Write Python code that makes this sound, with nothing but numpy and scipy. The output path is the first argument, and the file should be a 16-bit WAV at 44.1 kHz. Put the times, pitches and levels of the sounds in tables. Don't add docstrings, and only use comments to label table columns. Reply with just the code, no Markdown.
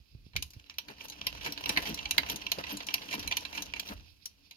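import sys
import numpy as np
from scipy import signal
from scipy.fft import rfft, irfft
from scipy.io import wavfile
from scipy.ndimage import uniform_filter1d

SR = 44100
rng = np.random.default_rng(int(sys.argv[2]) if len(sys.argv) > 2 else 0)


def to_wav(sig):
    pcm = np.clip(np.atleast_2d(sig), -1, 1) * 32767
    pcm = np.round(pcm).astype(np.int16)
    wavfile.write(sys.argv[1], SR, pcm.T)


N = 201349
T = np.arange(N) / SR


def undb(db):
    return 10 ** (np.asarray(db) / 20)


def unit(x):
    return x / np.sqrt(np.mean(x ** 2, axis=-1, keepdims=True))


def level_curve(table):
    return np.interp(T, *np.transpose(table), left=-120, right=-120)


def decay(t, t60):
    return np.exp(-np.log(1000) * t / t60)


def swells(times, db, sigma_s):
    rows = zip(*np.broadcast_arrays(times, db, sigma_s))
    return sum(undb(level) * np.exp(-.5 * ((T - s) / sigma) ** 2) for s, level, sigma in rows)


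def pair(draw, coherence):
    return np.sqrt(coherence) * draw() + np.sqrt(1 - coherence) * np.array([draw(), draw()])


def grains(spread_db):
    size = np.minimum(rng.exponential(size=N), 6)
    return rng.standard_normal(N) * undb(spread_db * size)


def resonate(force, peaks):
    out = 0
    for hz, width, db in peaks:
        wide = signal.lfilter(*signal.iirpeak(hz, hz / width / 2, SR), force)
        out = out + undb(db) * signal.lfilter(*signal.iirpeak(hz, hz / width, SR), wide)
    return unit(out)


# frequency in Hz, spectral density in dB.
AIR_SPECTRUM = [(40, -90), (100, -105), (250, -102), (500, -112), (2000, -116), (6000, -114), (12000, -112),
                (16000, -110)]


def room_tone():
    hz, db = np.transpose(AIR_SPECTRUM)
    tilt = undb(np.interp(np.log(np.fft.rfftfreq(N, 1 / SR) + 1), np.log(hz), db))
    noise = pair(lambda: rng.standard_normal(N), coherence=0.074)
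    return irfft(rfft(noise) * tilt, N) * np.sqrt(SR / 2)


# frequency in Hz, bandwidth in Hz, relative level in dB.
TABLE_MODES = [(53, 44, 13), (68, 19, 9), (93, 110, -18)]
# time in seconds, level in dB before each port's gain.
SHAKE_LEVELS = [(0.0, -60), (0.08, -74), (0.14, -52.5), (0.33, -59), (0.37, -39.5), (0.53, -65.5),
                (0.57, -50), (0.63, -68.5), (1.09, -64), (1.35, -49.5), (1.6, -59), (1.64, -49.5),
                (3.1, -62.5), (3.29, -47.5), (3.46, -62), (3.66, -53.5), (3.88, -64), (3.93, -48),
                (4.19, -68), (4.57, -73.5)]


def table_shake():
    force = pair(lambda: rng.standard_normal(N), coherence=0.67)
    return resonate(force, TABLE_MODES) * undb(level_curve(SHAKE_LEVELS)) * undb([[-1.5], [2.5]])


# start in seconds, relative level in dB, frequency in Hz, T60 in seconds.
TABLE_KNOCKS = [(.002, -45.5, 59, 0.078), (0.15, -36, 111, 0.032), (0.266, -32.5, 94, 0.013),
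                (0.353, -38.5, 92, 0.08), (0.356, -37.5, 780, 0.012), (0.377, -54, 88, 0.067),
                (0.421, -51, 79, 0.086), (.565, -35, 85, 0.036), (2.585, -29, 537, 0.033)]


def table_knocks():
    out = 0
    for start, db, hz, t60 in TABLE_KNOCKS:
        t = np.clip(T - start, 0, None)
        out = out - np.sin(2 * np.pi * hz * t) * decay(t, t60) * undb(db)
    return out * undb([[-1], [5.5]])


# frequency in Hz, bandwidth in Hz, relative level in dB.
FUR_BANDS = [(2670, 400, -3), (4000, 1740, -1.5), (5020, 1100, 4), (11400, 3400, -1.5)]
# centre in seconds, level in dB, Gaussian sigma in seconds.
FINGER_STROKES = [(0.112, -71.5, 0.031), (0.268, -64, 0.014), (3.976, -73, 0.06), (4.087, -60.5, 0.027),
                  (4.233, -59.5, 0.013), (4.293, -73, 0.015), (4.461, -63.5, 0.02), (4.565, -65.5, 0.017)]


def fur_rustle():
    envelope = undb(-71.5) + swells(*np.transpose(FINGER_STROKES))
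    return resonate(grains(spread_db=1.5), FUR_BANDS) * envelope * undb([[-14], [0]])


# time in seconds, level in dB relative to full effort.
CRANK_EFFORT = [(0, -32), (.3, -40), (.38, -28), (.5, -20.5), (.78, -19), (.94, -11), (1.11, -11.5),
                (1.23, -5), (1.6, -4), (1.83, 5.5), (1.98, -3), (2.25, -1.5), (2.48, -4), (2.8, -3.5),
                (3.16, 0), (3.42, -4), (3.85, -6), (4.05, -16), (4.13, -28), (4.57, -22)]


def effort_gain(full_db, exponent):
    return undb(full_db + exponent * level_curve(CRANK_EFFORT))


# frequency in Hz, bandwidth in Hz, relative level in dB.
FRAME_MODES = [(174.2, 58, -6), (204.4, 38, -1.5), (282.5, 46, 2.5), (391, 110, -11)]
# time in seconds, rasp, groan and squeak in dB.
FEED_PULLS = [(1.047, -54, -67, -39), (1.472, -43, -43.5, -38), (1.893, -47.5, -41, -35),
              (2.32, -41.5, -42, -29), (2.728, -46.5, -42.5, -30), (3.149, -43.5, -43, -35),
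              (3.572, -52, -49, -40)]
# time in seconds, groan in dB, dull rub in dB.
FRAME_RUBS = [(0.391, -54, -81), (0.899, -51, -59), (1.701, -45.5, -52), (1.783, -46, -53),
              (2.192, -44, -54.5), (2.595, -47, -50.5), (3.27, -57, -75.5), (3.913, -44.5, -53.5)]


def frame_groan():
    feed_s, _, feed_groan_db, _ = np.transpose(FEED_PULLS)
    rub_s, rub_groan_db, _ = np.transpose(FRAME_RUBS)
    load = effort_gain(full_db=-54.5, exponent=0.9)
    load += swells(feed_s + 0.021, feed_groan_db, sigma_s=0.02)
    load += swells(rub_s, rub_groan_db, sigma_s=0.014)
    force = pair(lambda: unit(grains(spread_db=3.35)), coherence=1)
    return resonate(force, FRAME_MODES) * load


# frequency in Hz, relative level in dB, free T60 in seconds.
PART_MODES = [
    [(499, 8, 0.0068), (726, -0.5, 0.029), (824, 0.5, 0.072), (942, 15.5, 0.031), (1024, 12, 0.039)],
    [(1363, -24, .03), (1662, 4, 0.012), (2078, 5, 0.018), (2280, 0.5, 0.022)],
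    [(2343, 11.5, 0.04), (2560, -22, 0.034), (2674, -3.5, 0.098), (3145, 16.5, 0.0067), (3037, -9.5, 0.035)],
    [(3970, -14, 0.023), (4105, -9.5, 0.007), (4265, -13.5, 0.0044), (5020, -25, 0.025)],
    [(5040, -8, 0.0089), (5660, 9, 0.026), (6310, 8.5, 0.0083), (7050, 3, 0.019)],
    [(9480, 4.5, 0.004), (11500, -15.5, 0.01), (10850, 2.5, 0.021), (11610, 4, .012), (12400, 7, 0.0022),
     (12600, -6.5, 0.0043), (13500, 1, .006), (15020, 2.5, 0.0099), (14840, -0.5, 0.012),
     (16200, -7.5, 0.0119)],
]
PART_COHERENCE = [0.74, 0.48, 0.32, 0.35, 0.73, 0.55]


def ring(force, modes, spot_db=0, t60_scale=1):
    t = T[:2560]
    hz, db, t60 = np.array(modes).T[:, :, None]
    onset = (1 - np.exp(-t * hz / 0.15)) ** 2
    crack = 6.4 * decay(t, 0.0023)
    tones = onset * np.sin(2 * np.pi * hz * t) * (decay(t, t60_scale * t60) + crack)
    tones[1::2] *= -1
    response = undb(db.T + spot_db) @ tones
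    response = response.reshape((1,) * (force.ndim - 2) + response.shape)
    return signal.fftconvolve(force, response, axes=-1)[..., :force.shape[-1]]


# time in seconds, relative level in dB.
THREAD_HISS = [(0, -96), (.33, -94), (.47, -68), (.78, -90), (.94, -73), (1.23, -69), (1.6, -63),
               (1.83, -50), (1.98, -65), (2.17, -60), (2.33, -61), (2.48, -67), (2.8, -64.5), (3.1, -59),
               (3.3, -67), (3.6, -62), (3.73, -71), (3.89, -60), (4.05, -78), (4.57, -84)]
RUBBED_GAINS_DB = [7, 2.5, -5, -7.5, -3, 8]


def scrape():
    feed_s, rasp_db, _, _ = np.transpose(FEED_PULLS)
    rub_s, _, rub_db = np.transpose(FRAME_RUBS)
    rasp = swells(feed_s - 0.011, rasp_db, sigma_s=0.018)
    rub = swells(rub_s, rub_db, sigma_s=0.014)
    arms = effort_gain(full_db=-50, exponent=1) + rasp + rub * undb(-11)
    frame = effort_gain(full_db=-58, exponent=1.18) + rasp * undb(-10.5) + rub
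    needle = undb(level_curve(THREAD_HISS)) + rasp * undb(-6) + rub * undb(-6.5)
    envelopes = [frame, frame, arms, arms, arms, needle]
    grip_steps = np.repeat(rng.standard_normal(N // 300 + 1), 300)[:N]
    grip = undb(2.6 * unit(uniform_filter1d(grip_steps, size=300)))
    snags_per_s, snag_t60_s = 25, 0.0061
    burrs = (rng.random(N) < snags_per_s / SR) * undb(7 + 2 * rng.standard_normal(N))
    snags = 1 + signal.lfilter([1], [1, -decay(1 / SR, snag_t60_s)], burrs)
    out = 0
    for modes, envelope, db, coherence in zip(PART_MODES, envelopes, RUBBED_GAINS_DB, PART_COHERENCE):
        friction = pair(lambda: unit(grains(spread_db=5.7)), coherence) * grip * snags
        ringing = ring(friction, modes, t60_scale=0.2)
        out = out + unit(ringing) * envelope * undb(db)
    return out


# time in seconds, relative level in dB, brightness in dB per
TAPS = [(.333, -45, -3.3), (.5337, -41.5, 3.2), (.661, -48, 0.19), (.74, -46, 2), (.8832, -32, -0.2),
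        (.982, -41.5, -0.45), (1.1206, -32.5, 1.2), (1.3493, -35, 0.95), (1.5757, -25.5, -0.65),
        (2.173, -41, -0.29), (2.585, -29.5, 1.5), (2.6378, -25, -2.1), (2.804, -26, -1.5),
        (3.018, -30.5, -0.25), (3.2265, -29.5, 1.4), (3.4505, -25, 0.74), (3.8881, -30.5, 1.7),
        (4.5097, -36, 2.8)]
NICKS = [(.3545, -41, -1), (.597, -45.5, 2), (.6972, -35.5, 3), (2.2326, -29, -6)]
ENGAGE = [(.3628, -21, 0)]
CLACKS = [(.4242, -26, 1.5), (.7838, -21.5, -1), (1.2675, -16, -1), (1.6579, -19.5, -3.5),
          (1.6924, -17, 0.5), (2.109, -17, 0.5), (2.2977, -23.5, 0.5), (2.5169, -15, -0.5),
          (2.9398, -15, 0), (3.275, -22, -0.5), (3.3687, -16.5, -0.5), (3.796, -21.5, -0.5)]
TICKS = [(.5043, -48, 1.4), (1.0834, -37, -0.55), (1.0983, -33.5, -0.62), (1.5221, -29.5, -0.078),
         (1.943, -27, -0.85), (2.359, -28.5, -0.091), (2.77, -31, 0.32), (2.8673, -33.5, 0.74),
         (3.1934, -31, -0.38), (3.4066, -38, -0.84), (3.6212, -25.5, -1), (3.6574, -39, -1.4),
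         (3.875, -35.5, -1.2), (4.2564, -33.5, 2.2)]
RATTLES = [(.703, -43, 0.24), (1.3718, -39, 0), (1.41, -35.5, -0.53), (1.4601, -23, -1.7),
           (1.8243, -36, 0.11), (1.8544, -30, 0.54), (1.9734, -33, 0), (2.2618, -34, 0),
           (2.2871, -29.5, 0.91), (2.4146, -34.5, 0), (2.6662, -32.5, -0.9), (2.6913, -33, 0.14),
           (2.9044, -33, -0.92), (3.1102, -30.5, 0.95), (3.1268, -24, 0), (3.3113, -23, -0.79),
           (3.5275, -36, 0.45), (3.549, -32, 0.95), (3.5761, -26, -0.71), (3.7611, -31.5, -1.3)]
LATCHES = [(1.0076, -34, 1), (1.213, -27.5, 0), (1.4462, -29, 0.55), (1.6386, -28, 0.71), (1.989, -26, 0),
           (2.0552, -23.5, 0), (2.4656, -24.5, 0.99), (2.8859, -24.5, 0.12), (2.9796, -35, 0),
           (3.088, -33.5, 0.27), (3.3227, -19, 0.19), (3.7365, -24.5, 0)]
SNAPS = [(1.7624, -25, -2.7), (1.7727, -11.5, -1.6), (2.1802, -8.5, 0.93)]
# a table of blows, the six parts' shares in dB, base chatter time in seconds.
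BLOW_KINDS = [(CLACKS, [-28, -25, -6.5, -11.5, -16.5, -15], 0.038),
              (LATCHES, [-21.5, -41, -2, -16.5, -23.5, -34.5], 0.027),
              (TICKS, [-25, -26, -61, -10.5, -10, -12.5], 0.048), (TAPS, [-24, -17.5, -10, -11, -25, -30],
              0.051), (RATTLES, [-19.5, -12.5, -1.5, -13, -17, -23.5], 0.073),
              (SNAPS, [-26, -10.5, -31, -10.5, -30, -24.5], 0.032),
              (ENGAGE, [-52, -13, -3, -7.5, -17.5, -19], 0.041), (NICKS, [-28, -14, -4.5, -18, -20.5, -37],
              .008)]
STRUCK_GAINS_DB = [7.5, 2.5, -5.5, 0, 9.5, 14]


def clicks():
    rank = np.arange(len(PART_MODES)) - 2
    rows = np.array([[s, chatter_s, *(db + np.array(shares) + brightness * rank)]
                     for table, shares, chatter_s in BLOW_KINDS for s, db, brightness in table])
    times, chatter_s, part_db = rows[:, 0], rows[:, 1:2], rows[:, 2:]
    t = T[:4096]
    blows = 0
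    for k, modes in enumerate(PART_MODES):
        time_scale = 0.92 ** k
        attack = 1 - np.exp(-t / (0.0013 * time_scale))
        chatter = 20 * chatter_s * decay(t, chatter_s * 1.43 * time_scale)
        envelope = attack * (decay(t, 0.011) + chatter)
        force = envelope * pair(lambda: rng.standard_normal(envelope.shape), PART_COHERENCE[k])
        ringing = ring(force, modes, spot_db=5.5 * rng.standard_normal((len(rows), len(modes))))
        energy = np.mean(np.sum(ringing ** 2, axis=-1, keepdims=True), axis=0)
        gain = 10 * undb(part_db[:, k] + STRUCK_GAINS_DB[k])[:, None]
        blows = blows + gain * ringing / np.sqrt(energy)
    out = np.zeros((2, N + 2 * len(t)))
    for j, s in enumerate(times):
        start = int((s - .0005) * SR)
        out[:, start:start + len(t)] += blows[:, j]
    return out[:, :N]


def squeaks():
    centre_hz = 12030
    waver = 1 + 0.05 * unit(uniform_filter1d(rng.standard_normal(N), size=90))
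    feed_s, _, _, squeak_db = np.transpose(FEED_PULLS)
    whistle = np.sin(2 * np.pi * np.cumsum(centre_hz * waver) / SR)
    return swells(feed_s, squeak_db, sigma_s=0.0043) * whistle


def reverberation(source, t60):
    t = T[:SR // 2]
    response = rng.standard_normal((2, len(t))) * decay(t, t60) * (t > .004)
    response = signal.lfilter([1], [1, -.3], response)
    response /= np.sqrt(np.sum(response ** 2, axis=-1, keepdims=True))
    return signal.fftconvolve(source, response, axes=-1)[:, :N]


def scene():
    machine = clicks() + scrape() + squeaks()
    room = undb(-15) * reverberation(machine, t60=0.16)
    rumble = frame_groan() + table_shake() + table_knocks()
    return machine + room + rumble + fur_rustle() + room_tone()


# frequency in Hz, left gain in dB, right gain in dB.
PORT_RESPONSE = [(100, 0, -1), (350, 0, -1.5), (900, 0, -5), (1900, 0, 0), (2700, 0, 11), (3500, -2, 5),
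                 (4400, -1, 7), (6400, -2, -9), (7500, -6, -24), (8400, -15, -24), (10000, -8, -11),
                 (12400, -5, -8), (15500, -8, -38), (16400, -22, -55)]


def record(dry):
    size, right_lag_s, top_hz = 2048, 0.0003645, 16500
    hz, *ports = np.transpose(PORT_RESPONSE)
    grid_hz = np.fft.rfftfreq(size, 1 / SR)
    log_gain = np.log(undb([np.interp(np.log(grid_hz + 1), np.log(hz), db) for db in ports]))
    cepstrum = irfft(log_gain, size)
    cepstrum[:, 1:size // 2] *= 2
    cepstrum[:, size // 2 + 1:] = 0
    lag = np.exp(-2j * np.pi * grid_hz * np.array([[0], [right_lag_s]]))
    response = irfft(np.exp(rfft(cepstrum)) * lag, size)[:, :size // 2]
    heard = signal.fftconvolve(dry, response, axes=-1)[:, :N]
    bass_cut = signal.butter(3, 38, "high", fs=SR, output="sos")
    top_cut = signal.ellip(10, .2, 80, top_hz, fs=SR, output="sos")
    return signal.sosfilt(top_cut, signal.sosfilt(bass_cut, heard))


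dry = scene()
out = record(dry)
to_wav(out)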